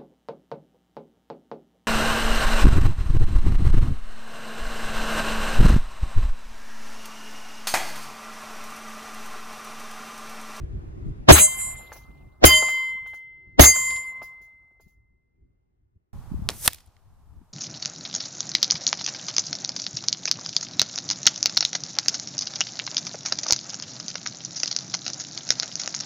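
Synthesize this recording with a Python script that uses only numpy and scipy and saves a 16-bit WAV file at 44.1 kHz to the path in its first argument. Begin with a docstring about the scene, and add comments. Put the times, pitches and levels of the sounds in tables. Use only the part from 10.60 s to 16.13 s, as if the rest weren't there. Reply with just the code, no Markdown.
"""Wind buffets the microphone, then three pistol bullets strike a steel plate hung on a wooden post in an open field.
Each blast is a burst of coloured noise with a sharp crack, loud enough to overload the microphone; the post thumps.
The plate is a set of dying tones that swell and dip as it swings out and back, turning their lobes past the microphone.
Bands of noise make the roll, crackle and hiss after each shot, and the later slaps from far slopes.
The wind is low, lumpy noise over a faint rustle."""
import sys
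import numpy as np
from scipy import signal
from scipy.io import wavfile
from scipy.ndimage import uniform_filter1d

SR = 44100
rng = np.random.default_rng(int(sys.argv[2]) if len(sys.argv) > 2 else 0)


def waveform_to_disk(signal):
    """Save audio, clipped to [-1, 1], as 16-bit WAV at the path in sys.argv[1]."""
    frames = np.transpose(np.atleast_2d(signal))
    scaled = np.clip(frames, -1, 1) * 32767
    samples = np.round(scaled).astype(np.int16)
    wavfile.write(sys.argv[1], SR, samples)


N = 243873  # length in samples, about 5.5 s

# The three shots. Each row: blast arrives in s, crack of the impact in s, ring breaks through in s.
SHOT_TIMES = [(.688, .7095, .716), (1.840, 1.8435, 1.851), (2.9955, 2.9958, 3.004)]
# Strength of each shot. Each row: rise time of the faint noise before the blast in s, blast level in dB,
# crack level in dB, thump level of the post in dB, pitch factor of the post.
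SHOT_FORCE = [(0.0034, 6.5, 0.5, 0, 1.02), (0.0054, 4, -7.5, -7, 1.02), (0.0035, 7, -0.5, -1, .96)]
# Tone colour of the blast. Each row: frequency in Hz, relative level in dB per Hz.
BLAST_COLOUR = [(50, -24.5), (105, -7.5), (190, -13), (300, 0), (480, -9), (640, -2), (1000, -16),
                (2300, -22.5), (6000, -29), (12000, -72)]
# How alike left and right are in the blast. Each row: frequency in Hz, likeness from -1 to 1.
BLAST_LIKENESS = [(60, 0.68), (240, -0.39), (950, -0.71), (3770, -0.85), (15000, -0.99)]
# Tones of the wooden post: frequencies in Hz, before the pitch factor of the shot.
POST_TONES_HZ = (74, 108, 300, 372)
# For the same tones. Each row: level in dB on top of the thump level, time to fall by 60 dB in s.
POST_DECAY = [(-2.5, 0.19), (-2, 0.08), (-7, 0.11), (-9, 0.11)]


def blasts():
    """A churning pressure burst that lasts until the ring, with a sharp crack and the thump of the post."""
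    churn = noise(BLAST_COLOUR, BLAST_LIKENESS, 1.3)
    snap = rng.standard_normal(N)
    out = np.zeros((2, N))
    t = np.arange(N) / SR
    for (start, crack, ring), (rise, blast_db, crack_db, post_db, pitch) in zip(SHOT_TIMES, SHOT_FORCE):
        # a faint noise rises just before the blast, which jumps to full level
        lead_in = np.exp(np.minimum(t - start, 0) / rise) * np.where(t < start, .3, 1)
        # steep drop just before the ring
        drop_db = 3100 * np.maximum(t - ring + 0.0027, 0)
        out += amp(blast_db - drop_db) * lead_in * churn
        out += fading(crack, crack_db, 12000) * snap
        thump = ring - .002
        for hz, (db, t60) in zip(POST_TONES_HZ, POST_DECAY):
            tone = np.sin(2 * np.pi * hz * pitch * (t - thump))
            out -= fading(thump, post_db + db, 60 / t60) * tone
    return out


# How the plate turns after each hit. Each row: turn when hit, bend of the kick (1 = even, 2 = slow to start),
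# turn at the far point, starts back in s after the hit, at rest in s after the hit, turn at rest.
PLATE_SWING = [(0.17, 2.2, 1.076, 0.36, 0.476, .55), (0.065, 1.1, 0.904, 0.48, .62, 0.6),
               (-0.021, 0.99, 1.12, 0.23, 0.582, -0.25)]
KICK_S, KICKED_TURN = .16, .81  # the kick lasts this long and reaches this turn (about 0-1)
CREEPS_S, FAR_S = .24, 0.31  # after a hit: starts to creep on, reaches the far point


def swing(t, hit, bend, far, back_s, rest_s, rest):
    """Turn of the plate t seconds after a hit: kicked round, creeping to its far point, falling back ever faster."""
    kick = np.clip(t / KICK_S, 0, 1) ** bend
    creep = np.clip((t - CREEPS_S) / (FAR_S - CREEPS_S), 0, 1)
    fall = np.clip((t - back_s) / (rest_s - back_s), 0, 1) ** 2.33
    return hit + (KICKED_TURN - hit) * kick + (far - KICKED_TURN) * creep + (rest - far) * fall


# Ringing modes of the plate. 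Each row: frequency in Hz, time to fall by 60 dB in s,
# added loss in dB/s once the plate leans on its post, fill between the lobes (0-1),
# then for shots 1-3 each: lobe sweep in rad per unit of turn (3 columns),
# lobe angle facing the microphone in rad (3 columns), lead of the left side in rad (3 columns).
PLATE_MODES = [(625, 0.4, 0, 0.03, 4.9, 0.8, 0.6, 0.54, 1.4, 1.3, -0.0, -0.4, 0.9),
               (1050, 2.4, 54, 0.03, 0.4, 0.1, 0.5, 1.33, 1.49, 1.3, -0.4, -0.2, -0.1),
               (2070, 1.76, 5, 0.68, 2.3, 5.9, 5.6, 1.03, 0.41, 0.48, -0.4, -0.4, -0.2),
               (3104, 0.77, 0, 0.16, 1.9, 5.4, 1.1, 1.44, 0.45, 1.21, -2.2, -0.2, -1.1),
               (3987, 0.81, 51, 0.05, 2.3, 5.4, 3.3, -0.41, 0.64, -0.72, 0.6, 0.0, 0.5),
               (4815, 0.64, 400, 0.4, 3.9, 9.4, 4.8, 0.86, -0.01, 0.78, -0.9, 0.7, 1.0),
               (6415, 0.36, 182, 0.08, 4.8, 1.0, 5.7, 0.42, 1.27, 0.72, -0.6, -0.7, -0.7),
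               (6960, 0.62, 301, 0.03, 5.1, 2.8, 1.3, 0.28, 1.57, 1.43, -0.7, -0.6, -1.4),
               (7158, 0.85, 179, 0.07, 5.1, 5.2, 5.4, 0.36, -0.27, 1.2, -1.1, -1.3, -1.2),
               (7980, 0.7, 400, 0.07, 5.3, 5.8, 7.5, 0.2, -0.36, 0.64, -2.4, -2.5, -2.3),
               (9105, 1.16, 159, 0.19, 3.7, 4.9, 5.4, 1.44, 0.42, 0.78, 2.4, 2.4, 2.4),
               (9720, 0.21, 400, 0.1, 3.4, 3.1, 6.9, 0.79, 0.63, -0.36, 1.9, 1.2, 1.7),
               (10255, 0.32, 400, 0.05, 4.0, 3.5, 4.7, 0.67, 0.43, 0.92, 0.9, 0.9, 0.7),
               (10668, 0.55, 64, 0.14, 5.7, 4.1, 1.5, 0.23, 0.43, 0.54, 0.4, 0.3, -0.0),
               (11158, 0.15, 400, 0.03, 8.1, 1.1, 0.1, -0.34, 1.26, 1.45, 0.0, 0.1, -0.0),
               (11462, 0.95, 32, 0.13, 6.0, 2.1, 1.6, 0.18, -1.05, -1.17, -0.4, -0.3, -0.5),
               (12245, 0.16, 390, 0.19, 5.8, 2.6, 7.8, 0.52, 0.76, -0.41, -1.4, -1.8, -1.8),
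               (12310, 0.62, 55, 0.32, 2.7, 10.0, 3.8, -0.88, -0.11, -0.59, -2.2, -1.8, -1.2),
               (14286, 0.51, 0, 0.03, 5.5, 0.1, 4.8, 0.82, 1.52, -1.47, 2.0, 2.2, 2.0),
               (15140, 0.22, 400, 0.03, 5.4, 1.3, 1.1, 0.33, 0.96, 1.05, 0.1, -0.0, 0.2)]
# For the same modes. Each row: left minus right in dB, then level in dB in shots 1-3, before the lobes.
PLATE_LEVELS = [(2.5, -17, -5, -20.5), (-1.8, -19.5, -3.5, -17.5), (0.9, -28, -11.5, -15),
                (-1.45, -24, -6, -21.5), (-4, -26.5, -37, -37.5), (-6.5, -32, -15, -16.5),
                (-0.1, 1.5, 0, 4), (-0.5, -24.5, -30, -19.5), (0.3, -6.5, -10.5, -6.5),
                (-0.5, 1, -35, -18.0), (0.17, -16, -17.0, -16.5), (4.5, -4.5, -12, -12),
                (-2.26, -12, -9.5, -9.5), (0, -5.0, -24, -24.5), (-6, -6.5, -2, 1.5), (-2.5, -22, -40, -33),
                (-1, -7, -12.5, -2.5), (3.5, -39.5, -18, -35.5), (1.63, -14, -2, -13),
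                (-4, -19, -34.5, -27)]
# Motion of the plate. Each row: time after a hit in s, speed toward the microphone in m/s.
PLATE_APPROACH = [(0, -.2), (.08, -.2), (.18, .15), (.28, .4), (.38, .35), (.5, 0)]
LANDS_S = .45  # after a hit, the plate leans on its post


def plate():
    """Dying modes, each swelling and dipping as its lobes turn past the microphone; the next bullet starts them anew."""
    out = np.zeros((2, N))
    starts = [round(row[2] * SR) for row in SHOT_TIMES] + [N]
    chatter = evened(uniform_filter1d(uniform_filter1d(rng.standard_normal(N), size=900), size=300))
    for shot in range(len(SHOT_TIMES)):
        span = slice(starts[shot], starts[shot + 1])
        t = np.arange(span.stop - span.start) / SR
        # Doppler shift: the distance covered, divided by the speed of sound
        heard = t + np.cumsum(np.interp(t, *np.transpose(PLATE_APPROACH))) / SR / 343
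        turn = swing(t, *PLATE_SWING[shot])
        onset = 1 - np.exp(-t / .012)
        leaning = np.clip(t - LANDS_S, 0, None)  # seconds spent leaning on the post
        for (hz, t60, lean_db, fill, *angles), (pan_db, *level_db) in zip(PLATE_MODES, PLATE_LEVELS):
            sweep, facing, lead = angles[shot::len(SHOT_TIMES)]
            gain_db = level_db[shot] - 60 * t / t60 - lean_db * leaning
            alive = slice(np.count_nonzero(gain_db > -115))  # skip what is too faint to hear
            lobes = np.cos(sweep * turn[alive] + facing) + 1j * fill
            if 900 < hz < 1500:  # the hook chatters and roughens this mode
                lobes *= (0.62 + 0.64 * chatter[span][alive]) * amp(-15 * leaning[alive])
            tone = np.exp(2j * np.pi * (hz * heard[alive] + rng.random()))
            ring = onset[alive] * amp(gain_db[alive]) * lobes * tone
            # left and right differ in level and in phase
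            ports = amp([[pan_db / 2], [-pan_db / 2]]) * np.exp(.5j * lead * np.array([[1], [-1]]))
            out[:, span][:, alive] += (ring * ports).real
    return out


# Noise after each shot. Each row: burst holds in s, then roll, crackle and hiss in dB in the burst (3 columns),
# roll, crackle and hiss in dB in the tail (3 columns), rise of the tail in s,
# fall of the tail in dB/s before the factor of each layer.
WAKE_LEVELS = [(0.073, -23.5, -18.5, -20.5, -41, -37.5, -80, .2, 39),
               (.015, -23, -18, -10.5, -39.5, -31.5, -37.5, .04, 71),
               (0.038, -19, -16.5, -13, -43, -40, -67.5, .1, 50)]
# How fast the burst falls: roll, crackle and hiss in dB/s.
BURST_FALL = (331.5, 520.5, 421)
# Factor on the fall of the tail: roll, crackle and hiss.
TAIL_FALL_FACTOR = (0.62, 1.1, 4.6)
# Tone colours of roll, crackle and hiss. Each row: frequency in Hz, relative level in dB per Hz.
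ROLL_COLOUR = [(70, -26), (130, 4.5), (300, -11), (700, -2.5), (1300, -6.5), (2000, -30.5)]
CRACKLE_COLOUR = [(700, -25.5), (1300, 0.5), (2600, 1.5), (4200, -4), (6000, -18.5), (8000, -39)]
SPRAY_COLOUR = [(3500, -30), (5300, -9), (6600, -4), (8500, -13), (10400, -2), (12500, -4), (13300, -14),
                (14600, -3), (16000, -5), (16500, -15)]
# How alike left and right are, also in the slaps. Each row: frequency in Hz, likeness from -1 to 1.
WAKE_LIKENESS = [(60, .8), (290, .5), (900, .1), (3100, .15), (15000, .1)]


def wake():
    """After each shot: a low roll back from the field, the crackle of debris and the treble hiss of lead fragments."""
    level = np.zeros((3, N))
    for (_, _, ring), (hold, *db, tail_rise, tail_db_per_s) in zip(SHOT_TIMES, WAKE_LEVELS):
        t = np.arange(N) / SR - ring
        for k in range(3):
            burst_db = db[k] - BURST_FALL[k] * np.maximum(t - hold, 0)
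            level[k] += (t > 0) * amp(burst_db)
            level[k] += fading(ring, db[k + 3], tail_db_per_s * TAIL_FALL_FACTOR[k], tail_rise)
    roll = noise(ROLL_COLOUR, WAKE_LIKENESS, 2.5)
    crackle = noise(CRACKLE_COLOUR, WAKE_LIKENESS, 4.5, size=256)
    hiss = noise(SPRAY_COLOUR, WAKE_LIKENESS, 3.5)
    return level[0] * roll + level[1] * crackle + level[2] * hiss


# Slaps from far slopes and knocks of the plate on its hook.
# Each row: start in s, thud level in dB, middle of the thud in Hz, hiss level in dB.
SLAP_EVENTS = [(1.317, -36, 795, -45.5), (1.356, -42.5, 646, -56), (2.023, -24.5, 670, -52),
               (2.084, -31, 1080, -40), (2.46, -46.5, 1040, -54), (2.533, -43.5, 930, -57.5),
               (3.159, -32, 990, -55), (3.303, -37.5, 2940, -60.5), (3.36, -40, 3580, -61.5),
               (3.616, -36, 634, -48), (3.806, -54.5, 386, -61.5), (4.106, -60.5, 334, -92),
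               (4.197, -56, 528, -62.5), (4.27, -75, 600, -71)]
# Tone colour of their hiss. Each row: frequency in Hz, relative level in dB per Hz.
SLAP_HISS_COLOUR = [(1400, -30), (2400, -12), (6900, -3), (8600, -16), (10000, -3), (11800, -2),
                    (13300, -20), (14600, -2), (16000, -3), (16500, -12)]
SLAP_HISS_T60_S = 0.23  # time for the hiss to fall by 60 dB


def slaps():
    """A short thud of band-limited noise for each slap or knock, then a longer wash of hiss."""
    hiss = noise(SLAP_HISS_COLOUR, WAKE_LIKENESS, 3.6)
    grit = rng.standard_normal(N)
    out = np.zeros((2, N))
    for s, thud_db, hz, hiss_db in SLAP_EVENTS:
        band = signal.butter(2, [hz / 1.93, hz * 1.8], "bandpass", fs=SR)
        thud = evened(signal.lfilter(*band, grit))
        out += fading(s, thud_db, 940, 0.0015) * thud
        out += fading(s + .008, hiss_db, 60 / SLAP_HISS_T60_S, 0.0025) * hiss
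    return out


# The wind over time. Each row: time in s, low buffeting in dB before lumps and swells,
# level of the faint rustle in dB.
WIND_LEVELS = [(0, -38, -51), (.68, -33, -53), (.86, -49, -69), (1.8, -54, -77.5), (2.1, -57.5, -81),
               (2.9, -62, -68.5), (3.2, -56.5, -78), (3.7, -69.5, -87), (4.3, -65, -85), (5.0, -68, -81),
               (5.53, -73.5, -85)]
# Short low swells. Each row: time of the peak in s, level in dB, half width in s.
LOW_SWELLS = [(0.044, -28, 0.01), (.465, -28.5, 0.0067), (1.08, -51, 0.093), (1.497, -41, 0.017),
              (1.642, -48.5, 0.059), (2.959, -50.5, .03), (3.33, -54, 0.071), (4.271, -49.5, 0.0083),
              (4.83, -58, 0.031), (5.361, -56.5, 0.013)]
# Tone colours of the low noise and the rustle. Each row: frequency in Hz, relative level in dB per Hz.
LOW_COLOUR = [(12, -35), (22, -10), (50, 3.5), (130, -5), (220, -16), (400, -19.5), (600, -65.5)]
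RUSTLE_COLOUR = [(150, -12.5), (320, -4.5), (370, 2), (420, -6.5), (600, -10.5), (1800, -21), (4000, -35),
                 (16000, -42)]
# How alike left and right are in the wind. Each row: frequency in Hz, likeness (held within -1 to 1 when used).
WIND_LIKENESS = [(60, 0.9), (240, 0.062), (950, -0.74), (3770, -0.25), (15000, -1.4)]
LUMPS_DB = 3.5  # typical size of the slow, random level changes


def wind():
    """Lumpy low buffeting and short low swells, over a faint rustle that sinks after the first shot and varies."""
    t = np.arange(N) / SR
    s, buffet_db, rustle_db = np.transpose(WIND_LEVELS)
    lumps = evened(uniform_filter1d(uniform_filter1d(rng.standard_normal(N), size=2000), size=1500))
    level = amp(np.interp(t, s, buffet_db) + LUMPS_DB * lumps)
    level += sum(amp(db) * np.exp(-((t - at) / width) ** 2) for at, db, width in LOW_SWELLS)
    low = level * noise(LOW_COLOUR, WIND_LIKENESS, 2.0, size=2048)
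    rustle = amp(np.interp(t, s, rustle_db)) * noise(RUSTLE_COLOUR, WIND_LIKENESS, 1.7, size=2048)
    return low + rustle


def amp(db):
    """Decibels to gain."""
    return 10 ** (np.asarray(db) / 20)


def evened(x):
    """Scales to rms 1."""
    return x / np.sqrt(np.mean(x ** 2) + 1e-20)


def read(points, hz):
    """Straight lines between points on a log-frequency axis."""
    f, value = np.transpose(points)
    return np.interp(np.log(hz + 1), np.log(f + 1), value)[:, None]


def noise(spectrum, likeness, patchy_db, size=512):
    """Two channels of coloured noise with drifting louder and softer patches, built from short spectra."""
    hz = np.fft.rfftfreq(size, 1 / SR)
    a, b, c, d, patches = rng.standard_normal((4 * N // size + 5, len(hz), 5)).T
    patches = evened(uniform_filter1d(uniform_filter1d(patches, size=7, axis=0), size=9, axis=1))
    same = np.clip(read(likeness, hz), -1, 1)
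    left = a + 1j * b
    right = same * left + np.sqrt(1 - same ** 2) * (c + 1j * d)  # part shared, part its own
    z = np.array([left, right])
    z *= amp(read(spectrum, hz) + patchy_db * patches)
    return evened(signal.istft(z, nperseg=size, noverlap=3 * size // 4)[1][:, :N])


def fading(s, db, db_per_s, rise=1e-4):
    """An envelope that starts at s, rises with time constant rise (s) and dies away evenly in dB."""
    out, first = np.zeros(N), round(s * SR)
    t = np.arange(min(N - first, int(100 / db_per_s * SR))) / SR  # ends after a fall of 100 dB
    out[first:first + len(t)] = amp(db - db_per_s * t) * (1 - np.exp(-t / rise))
    return out


def scene():
    """All sources at the microphone."""
    return blasts() + plate() + wake() + slaps() + wind()


EDGE_HZ = 16300  # top of the band that is kept


def record(dry):
    """The converter clips the blasts flat; then a low-pass filter limits the band."""
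    flat = np.clip(dry, -.98, .98)
    lowpass = signal.firwin(255, EDGE_HZ, window=("kaiser", 7), fs=SR)
    return signal.oaconvolve(flat, lowpass[None], "same")


dry = scene()
out = record(dry)
waveform_to_disk(out)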